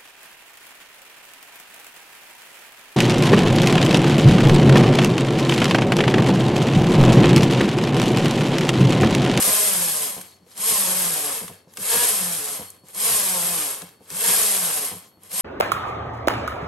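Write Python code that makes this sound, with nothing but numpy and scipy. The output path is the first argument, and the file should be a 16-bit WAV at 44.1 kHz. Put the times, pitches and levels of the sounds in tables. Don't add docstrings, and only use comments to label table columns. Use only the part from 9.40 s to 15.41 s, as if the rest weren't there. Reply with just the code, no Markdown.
import sys
import numpy as np
from scipy import signal
from scipy.fft import rfft, irfft, next_fast_len
from scipy.io import wavfile
from scipy.ndimage import uniform_filter1d

SR = 44100
rng = np.random.default_rng(int(sys.argv[2]) if len(sys.argv) > 2 else 0)


def generate_wav(sig):
    pcm = np.round(np.clip(np.atleast_2d(sig).T, -1, 1) * 32767).astype(np.int16)
    wavfile.write(sys.argv[1], SR, pcm)


N = 265041

# start t/s, run-in until all cams bite t/s, run-out t/s,
# creep before the start rate/(needles/s), early level/dB, middle level/dB, late level/dB
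STROKES = [ (-0.2, 0.17, 0.49, 58, 3.6, 1.1, 1.95), (1.124, 0.17, 0.43, 34, 0.48, 1.05, 0.5),
           (2.331, 0.21, 0.44, 26, 0.17, -2, -1.57), (3.502, 0.15, 0.43, 50, 0.4, 0.44, 0.12),
           (4.645, 0.24, .42, 27.18, 0.39, 0.6, 1.1), (5.862, 0.16, .4, 40.38, 0.1, 0, 0), ]
# t/s, rate/(needles/s)
HAND_SPEEDS = [
    [(0.0, 180), (0.04, 198), (0.16, 209), (0.25, 209), (0.38, 180), (0.56, 154), (0.66, 143)],
    [(1.245, 213), (1.29, 229), (1.40, 197), (1.48, 182), (1.6, 184), (1.70, 169), (1.79, 153), (1.9, 142),
     (1.96, 130)],
    [(2.45, 200), (2.5, 230), (2.56, 234), (2.66, 246), (2.712, 217), (2.82, 182), (2.942, 169),
     (3.02, 145), (3.14, 143)],
    [(3.61, 208), (3.66, 230), (3.73, 223), (3.86, 189), (3.95, 182), (4.02, 171), (4.08, 180), (4.19, 162),
     (4.31, 130)],
    [(4.78, 189), (4.84, 228), (4.92, 239), (5.0, 225), (5.07, 207), (5.166, 194), (5.25, 175), (5.33, 155),
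     (5.45, 138)],
    [(5.98, 202), (6.03, 210)],
]
# f/Hz, relative density level/dB
RUSH_SPECTRUM = [(1200, -35), (2400, -17), (3300, -17), (4200, -15.5), (6300, -14), (7900, -9), (9000, -5),
                 (10000, -4.5), (11200, 0), (12100, -9), (13000, -18), (14200, -26.5), (16000, -35)]
# f/Hz, relative density level/dB
RATTLE_SPECTRUM = [(30, -59.5), (55, -24), (85, -5), (135, -11.5), (200, 2.5), (260, -9.5), (350, -6.5),
                   (480, -1.5), (1100, -8.5), (1450, -8), (2200, -8.5), (3500, -10.5), (8000, -24)]
# f/Hz, width f/Hz, lift level/dB
BED_RESONANCES = [(257, 190, -4.5), (430, 37, 3.5), (585, 220, -0.5), (690, 84, -1), (1100, 320, 5),
                  (1663, 41, 5.5), (3240, 99, 4.5), (5100, 140, 3)]
# f/Hz, width f/Hz, lift going left level/dB, lift going right level/dB
PLATE_RESONANCES = [(304, 60, -0.5, 7), (436, 41, 10, 8), (542, 42, 5, 9), (631, 76, 7.5, 5),
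                    (907, 150, -3, 3.5), (1046, 74, 3.5, 8), (1686, 95, 2.5, 0.5)]
# multiple of the needle rate, relative level/dB
OVERTONES = [(2, -20), (3, -17), (4, -18.5), (5, -14.5), (6, -18), (7, -18), (8, -17), (9, -19.5),
             (10, -16.5)]
# delay at mid bed t/s, change from end to end t/s, relative level/dB
REFLECTORS = [(.0014, .0009, -16.5), (.0031, -.0017, -14.5)]
# f/Hz, relative level/dB
SCATTER_SPECTRUM = [(60, -35), (170, -18.5), (300, -9.5), (500, -7), (1200, -5.5), (3000, -4.5), (6500, -5),
                    (8300, -6.5), (12000, -38)]
# f/Hz, level/dB
SIDE_BALANCE = [(100, 1), (600, 0.7), (2000, 1.5), (4500, 3), (8000, 1.7), (12000, -0.5)]
# f/Hz, relative density level/dB
AIR_SPECTRUM = [(25, -43), (55, -9), (100, 4), (220, 5), (330, 3), (600, -0.5), (1200, -11), (3000, -29),
                (12000, -42)]
# t/s, relative crack level/dB, relative clack level/dB, lowest crack f/Hz
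CATCHES = [(0.024, -2, -23, 2980), (0.813, -17, -44, 4260), (1.065, -47, -59, 990), (1.177, -15, -42, 2999),
           (2.0798, -18, -36, 2540), (2.124, -32, -53, 3004), (2.337, -29, -51, 3000),
           (2.3715, -12, -31.5, 1000), (3.3026, -17, -62, 6470), (3.4848, -23, -58, 6267),
           (3.547, -16, -45, 3006), (4.4189, -17, -40, 2468), (4.49, -30, -58, 3003),
           (4.7032, -13.5, -38, 1000), (5.834, -25, -66, 5970), (5.916, -17, -41, 3002)]
# f/Hz, relative density level/dB
CRACK_SPECTRUM = [(200, 5), (1500, -28), (4000, 3.5), (7000, 7), (12000, 10.5), (13500, -26), (16000, -31)]
# f/Hz, relative density level/dB
CLACK_SPECTRUM = [(150, -17), (500, -11), (1400, 4), (3000, 1.5), (8000, -8)]
# t/s, relative level/dB, length t/s, weight of the low modes level/dB
SHUDDERS = [(0.07, -18, 0.028, -6.5), (0.765, -28.5, 0.04, -6), (1.008, -46.5, 0.023, 5),
            (1.065, -43, 0.0119, -4), (1.312, -28.5, 0.022, 6), (2.013, -28, 0.036, -6),
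            (2.087, -29.5, 0.03, -7), (2.27, -39.5, 0.011, -3), (2.383, -36, .025, 6),
            (2.547, -22, .02, -6), (3.19, -25.5, 0.04, -7), (3.432, -41.5, 0.014, 0), (3.691, -30, .035, 5),
            (4.42, -31, 0.02, -4.5), (4.606, -42, .015, -4), (4.71, -37, 0.022, 5), (4.874, -27, 0.037, -1),
            (5.515, -28, 0.048, -4), (5.772, -41, 0.0097, -4)]
# f/Hz, relative level/dB, 60 dB decay t/s
FRAME_RESONANCES = [(95.7, -11.5, 0.35), (132, -4, 0.042), (178, 2.5, 0.13), (240, -2, 0.056),
                    (292, -2, 0.063), (443, -1, 0.031), (516, -3, 0.057), (715, -0.5, 0.024),
                    (996, -2, 0.019)]
# middle t/s, half length t/s, level/dB, f/Hz
SQUEAK_NOTES = [(0.87, .04, -62, 4380), (0.95, .025, -59, 4380), (1.026, .05, -71, 4380),
                (2.17, 0.068, -63, 4400), (2.355, .015, -53, 11900), (3.287, .025, -49, 4380),
                (3.401, .08, -62, 4400), (4.55, .08, -65, 4420), (5.68, .07, -61, 11740),
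                (5.62, 0.046, -62, 4350), (5.738, 0.05, -65, 4380)]
# middle t/s, half length t/s, level/dB
RUSTLE_SWELLS = [(0.894, 0.063, -58), (1.125, 0.035, -57), (2.166, 0.059, -66), (2.302, .018, -63),
                 (3.465, .015, -60), (4.477, .025, -58), (4.66, .025, -64), (5.657, 0.028, -59)]
# start t/s, length t/s, level/dB
CHATTER_SPANS = [(2.481, 0.2, -31.5), (4.815, 0.16, -34.5)]
# f/Hz, width f/Hz, relative level/dB
CHATTER_RESONANCES = [(480, 100, -7), (730, 100, -13), (956, 90, 2), (1660, 76, 4.5), (3230, 710, -7)]

TIME = np.arange(N) / SR
SIZE = next_fast_len(N + SR // 2, True)
HZ = np.arange(SIZE // 2 + 1) * SR / SIZE
TAKE_UP_S, FIRST_BITE = 0.095, 0.42
USUAL_RATE, REST_RATE, JIGGLE_RATE = 197.8, 10.5, 90
RUSH_DB, RUSH_DB_PER_DOUBLING = -20.5, 11.5
RATTLE_DB, RATTLE_DB_PER_DOUBLING, RIGHT_END_DB = -34.5, 8, 2
DRONE_HZ, DRONE_WIDTH_HZ, DRONE_DB = 176, 29, -39.5
BRAKE_CURVE, EXIT_S, EXIT_DB = 2.2, 0.18, -3
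UNLOADED_DB, ENTRY_DB, ENTRY_S = -3.5, 0, 0.28
BOOM_BELOW_HZ, CUTOFF_HZ = 380, 15900


def from_db(db):
    return 10 ** (np.asarray(db) / 20)


def rms_one(x):
    return x / np.sqrt(np.mean(x ** 2) + 1e-20)


def in_time(rows):
    s, *columns = np.transpose(rows)
    return [np.interp(TIME, s, c) for c in columns]


def over_hz(points):
    hz, value = np.transpose(points)
    return np.interp(np.log(HZ + 1), np.log(hz), value)


def colour(x, curve_db):
    cepstrum = irfft(np.log(from_db(curve_db)), SIZE)
    cepstrum[1:SIZE // 2] *= 2
    cepstrum[SIZE // 2 + 1:] = 0
    response = np.exp(rfft(cepstrum))
    return irfft(rfft(x, SIZE) * response, SIZE)[..., :N]


def drift(rate):
    step, size = 40, 8192
    hz = np.arange(size // 2 + 1) * SR / step / size
    slow = irfft(rfft(rng.standard_normal(size)) / (1 + (hz / rate) ** 2))
    return np.interp(np.arange(N) / step, np.arange(size), rms_one(slow))


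def level_out(x):
    return x / np.sqrt(np.abs(uniform_filter1d(x ** 2, SR // 20)) + 1e-12)


def lift_db(hz, resonances):
    return sum(lift / (1 + (2 * (hz - centre) / width) ** 2) for centre, width, lift in resonances)


def spread(direct, scattered):
    return direct + colour(scattered, over_hz(SCATTER_SPECTRUM)) * np.array([[1], [-1]])


def swell(middle_s, half_s, db):
    return from_db(db) / np.cosh(np.clip((TIME - middle_s) / half_s * np.sqrt(2), -20, 20))


def stroke(start, glide, run_out_s):
    shove = np.sin(np.pi / 2 * np.interp(TIME, [start, glide[0][0]], [0, 1]))
    run_out = np.clip(1 - (TIME - glide[-1][0]) / run_out_s, 0, 1) ** BRAKE_CURVE
    return shove * in_time(glide)[0] * run_out


def motion():
    rate, effort = np.zeros(N), np.full(N, float(REST_RATE))
    course, flares = [], []
    for k, (glide, row) in enumerate(zip(HAND_SPEEDS, STROKES)):
        start, run_in_s, run_out_s, creep, early_db, middle_db, late_db = row
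        speed = stroke(start, glide, run_out_s)
        side = (-1) ** k / 2
        bite, brake = start + run_in_s, glide[-1][0]
        load = np.interp(TIME, [start, bite], [FIRST_BITE, 1])
        take_up = np.interp(TIME, [start - TAKE_UP_S, start, bite], [0, creep, 0])
        rate = np.maximum(rate, speed)
        effort = np.maximum(effort, np.maximum(speed * load, take_up))
        course += [
            (bite, early_db, side, 0),
            ((bite + brake) / 2, middle_db, 0, 0),
            (brake, late_db, -side, 0),
            (brake + EXIT_S, late_db, -side, EXIT_DB),
        ]
        flares += [
            (start - TAKE_UP_S, 0),
            (start + run_in_s / 2, UNLOADED_DB),
            (bite, ENTRY_DB),
            (bite + ENTRY_S, 0),
        ]
    force_db, position, exit_db = in_time(course)
    flare_db, = in_time(flares)
    rate = np.maximum(rate, JIGGLE_RATE)
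    doublings = np.log2(effort / USUAL_RATE)
    rush_db = RUSH_DB + RUSH_DB_PER_DOUBLING * doublings + force_db + exit_db
    rattle_db = RATTLE_DB + RATTLE_DB_PER_DOUBLING * doublings + force_db
    rattle_db = rattle_db + RIGHT_END_DB * position + flare_db
    off_resonance_db = 20 * np.log10(1 + (2 * (rate - DRONE_HZ) / DRONE_WIDTH_HZ) ** 2)
    drone_db = DRONE_DB + RUSH_DB_PER_DOUBLING * doublings - off_resonance_db
    return rate, position, rush_db, rattle_db, drone_db


def needle_hits(travel, jitter_s, spread_db, count):
    out, needles = np.zeros(N), np.arange(2000)
    for edge in range(count):
        late, force = rng.standard_normal((2, len(needles)))
        s = np.interp(needles + rng.random(), travel, TIME, right=-1) + jitter_s * late
        heard = (s > 0) & (s < TIME[-1])
        strength = from_db(spread_db * np.clip(force[heard], -2, 2))
        np.add.at(out, (s[heard] * SR).astype(int), (-1) ** edge * strength)
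    return out


def pings(travel):
    t60, spread_db, low_hz, high_hz = .02, 2, 1500, 11000
    out, t = np.zeros(N + SR), TIME[:SR // 30]
    starts = np.searchsorted(travel, np.arange(travel[-1]))
    pitch, strength = rng.random((2000, 2))[:len(starts)].T
    hz = low_hz + (high_hz - low_hz) * pitch
    force = from_db(spread_db * (2 * strength - 1))
    rings = force[:, None] * from_db(-60 * t / t60) * np.sin(2 * np.pi * hz[:, None] * t)
    for start, ring in zip(starts, rings):
        out[start:start + len(t)] += ring
    return rms_one(out[:N])


def rush(travel, rush_db):
    latches = level_out(needle_hits(travel, jitter_s=.0006, spread_db=2.0, count=9))
    ringing = from_db(-11.5) * pings(travel)
    sliding, scattered = rng.standard_normal((2, N))
    contact = spread(rms_one(latches + ringing + sliding), scattered)
    sound = rms_one(colour(contact, over_hz(RUSH_SPECTRUM) + lift_db(HZ, BED_RESONANCES)))
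    flutter_db, flutter_rate = .6, 28
    return sound * from_db(rush_db + flutter_db * drift(flutter_rate))


def rattle(travel, rattle_db, rub_db=-2, flutter_db=1.5):
    knocks = level_out(needle_hits(travel, jitter_s=.0005, spread_db=0.6, count=5))
    rubbing, scattered = rng.standard_normal((2, N))
    contact = spread(rms_one(knocks + from_db(rub_db) * rubbing), scattered)
    sound = rms_one(colour(contact, over_hz(RATTLE_SPECTRUM) + lift_db(HZ, BED_RESONANCES)))
    return sound * from_db(rattle_db + flutter_db * drift(27))


def buzz(travel, rate, drone_db, rattle_db, over_rattle_db=1):
    turn = 2 * np.pi * travel
    swell_db, swell_rate, waver = 2, 14, .25
    breakup, breakup_rate = .75, 15
    drone_level = from_db(drone_db + swell_db * drift(swell_rate))
    drone = drone_level * np.sin(turn + waver * drift(25))
    engaged = np.clip(rate / 140, 0, 1) ** 4
    direct, scattered = np.zeros((2, N))
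    going_right = np.searchsorted([row[0] for row in STROKES], TIME) % 2 == 0
    plate = [(hz, width, np.where(going_right, right_db, left_db))
             for hz, width, left_db, right_db in PLATE_RESONANCES]
    for multiple, db in OVERTONES:
        level = engaged * from_db(rattle_db + over_rattle_db + db + lift_db(multiple * rate, plate))
        unevenness = 1 + breakup * (drift(breakup_rate) + 1j * drift(breakup_rate))
        unevenness = unevenness / np.sqrt(1 + 2 * breakup ** 2)
        partial = level * unevenness * np.exp(1j * round(multiple) * turn)
        direct += partial.imag
        path_phase = travel / 20 + rng.uniform(0, 2 * np.pi)
        scattered += (partial * np.exp(1j * path_phase)).imag
    return np.sqrt(2) * spread(drone + direct, scattered)


def shifting_echoes(x, position):
    out, power = x, 1
    for delay_s, change_s, db in REFLECTORS:
        then = np.arange(N) - np.round((delay_s + change_s * position) * SR).astype(int)
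        out = out + from_db(db) * x[:, np.clip(then, 0, N - 1)]
        power = power + from_db(db) ** 2
    return out / np.sqrt(power)


def room(x, wet_db, t60=0.022):
    t = TIME[:SR // 2]
    tails = rng.standard_normal((2, len(t))) * from_db(-60 * t / t60) * (t > .002)
    tails *= from_db(wet_db) / np.sqrt(np.sum(tails ** 2, axis=1, keepdims=True))
    return x + signal.fftconvolve(np.atleast_2d(x), tails, axes=1)[:, :N]


def background(noise_db=-61, hum_hz=97, hum_db=-72):
    noise = spread(*rng.standard_normal((2, N)))
    air = from_db(noise_db) * rms_one(colour(noise, over_hz(AIR_SPECTRUM)))
    wander = drift(7) + 1j * drift(7)
    return air + from_db(hum_db) * (wander * np.exp(2j * np.pi * hum_hz * TIME)).real


def catches(decay_s=0.0023, dull_decay_s=0.0052, bright_db=-12.5, dull_db=1):
    white = rng.standard_normal((2, N))
    bright = rms_one(colour(white[0], over_hz(CRACK_SPECTRUM)))
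    dull = rms_one(colour(white[1], over_hz(CLACK_SPECTRUM)))
    out = np.zeros(N)
    for s, crack_db, clack_db, lowest_hz in CATCHES:
        span = slice(int(s * SR), int(s * SR) + SR // 20)
        age = TIME[:len(out[span])]
        crack = bright[span] * from_db(crack_db + bright_db) * np.exp(-age / decay_s)
        high_pass = signal.butter(6, lowest_hz, "high", fs=SR, output="sos")
        out[span] += signal.sosfilt(high_pass, crack)
        out[span] += dull[span] * from_db(clack_db + dull_db) * np.exp(-age / dull_decay_s)
    return out


def shudders(gain_db=-2, fade_db=5, uneven_db=3, low_hz=70, contact_hz=1400, count=6):
    out, t = np.zeros(N + SR), TIME[:SR // 4]
    for s, level_db, length_s, boom_db in SHUDDERS:
        ring = np.zeros(len(t))
        for share in (np.arange(count) + rng.random(count)) / count:
            age = np.maximum(t - length_s * share, 0)
            for hz, db, t60 in FRAME_RESONANCES:
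                mean_db = db + boom_db * (hz < BOOM_BELOW_HZ) - fade_db * share
                force = rng.choice([-1, 1]) * from_db(rng.normal(mean_db, uneven_db))
                ring += force * from_db(-60 * age / t60) * np.sin(2 * np.pi * hz * age)
        start = int(s * SR)
        out[start:start + len(t)] += from_db(level_db + gain_db) * ring / np.abs(ring).max()
    band = signal.butter(2, [low_hz, contact_hz], "band", fs=SR, output="sos")
    return signal.sosfilt(band, out[:N])


def squeaks(waver_hz=24, flicker_db=2):
    waver = np.cumsum(waver_hz * drift(114)) / SR
    notes = sum(swell(s, half_s, db) * np.sin(2 * np.pi * (hz * TIME + waver))
                for s, half_s, db, hz in SQUEAK_NOTES)
    return notes * from_db(flicker_db * drift(30))


def rustles(touches_per_s=1800, low_hz=3800, high_hz=7600, width_hz=160, count=12):
    chance, force, part = rng.random(N), rng.uniform(-1.1, 1, N), rng.integers(0, count, N)
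    touches = force * (chance < touches_per_s / SR)
    rings = np.zeros(N)
    for k, hz in enumerate(np.geomspace(low_hz, high_hz, count)):
        resonator = signal.iirpeak(hz, hz / width_hz, fs=SR)
        rings += signal.lfilter(*resonator, touches * (part == k) + 1e-18)
    return level_out(rings) * sum(swell(*row) for row in RUSTLE_SWELLS)


def chatter(travel, edge_s=.035, spread_db=3):
    knocks = needle_hits(travel, jitter_s=.00007, spread_db=spread_db, count=1)
    sound = np.zeros(N)
    for hz, width, db in CHATTER_RESONANCES:
        sound += from_db(db) * signal.lfilter(*signal.iirpeak(hz, hz / width, fs=SR), knocks)
    gate = np.zeros(N)
    for s, length, db in CHATTER_SPANS:
        gate += from_db(db) * np.clip(np.minimum(TIME - s, s + length - TIME) / edge_s, 0, 1)
    return gate * level_out(sound)


def scene():
    rate, position, rush_db, rattle_db, drone_db = motion()
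    travel = np.cumsum(rate) / SR
    running = shifting_echoes(rush(travel, rush_db) + rattle(travel, rattle_db), position)
    running = running + buzz(travel, rate, drone_db, rattle_db) + chatter(travel)
    running = room(running, wet_db=-20)
    loose_parts = room(catches() + rustles(), wet_db=-8, t60=0.026)
    return running + loose_parts + squeaks() + shudders() + background()


def record(dry):
    in_step_hz, port_lag_s = 8530, .000286
    treble = np.clip((HZ - 7200) / 1000, 0, 1)
    lag = 2 * np.pi * port_lag_s * (HZ - in_step_hz) * treble
    sides = np.array([[.5], [-.5]])
    response = from_db(sides * over_hz(SIDE_BALANCE)) * np.exp(-1j * sides * lag)
    ports = irfft(rfft(dry, SIZE) * response, SIZE)[:, :N]
    return signal.sosfilt(signal.ellip(10, .2, 80, CUTOFF_HZ, fs=SR, output="sos"), ports)


dry = scene()
out = record(dry)
generate_wav(out)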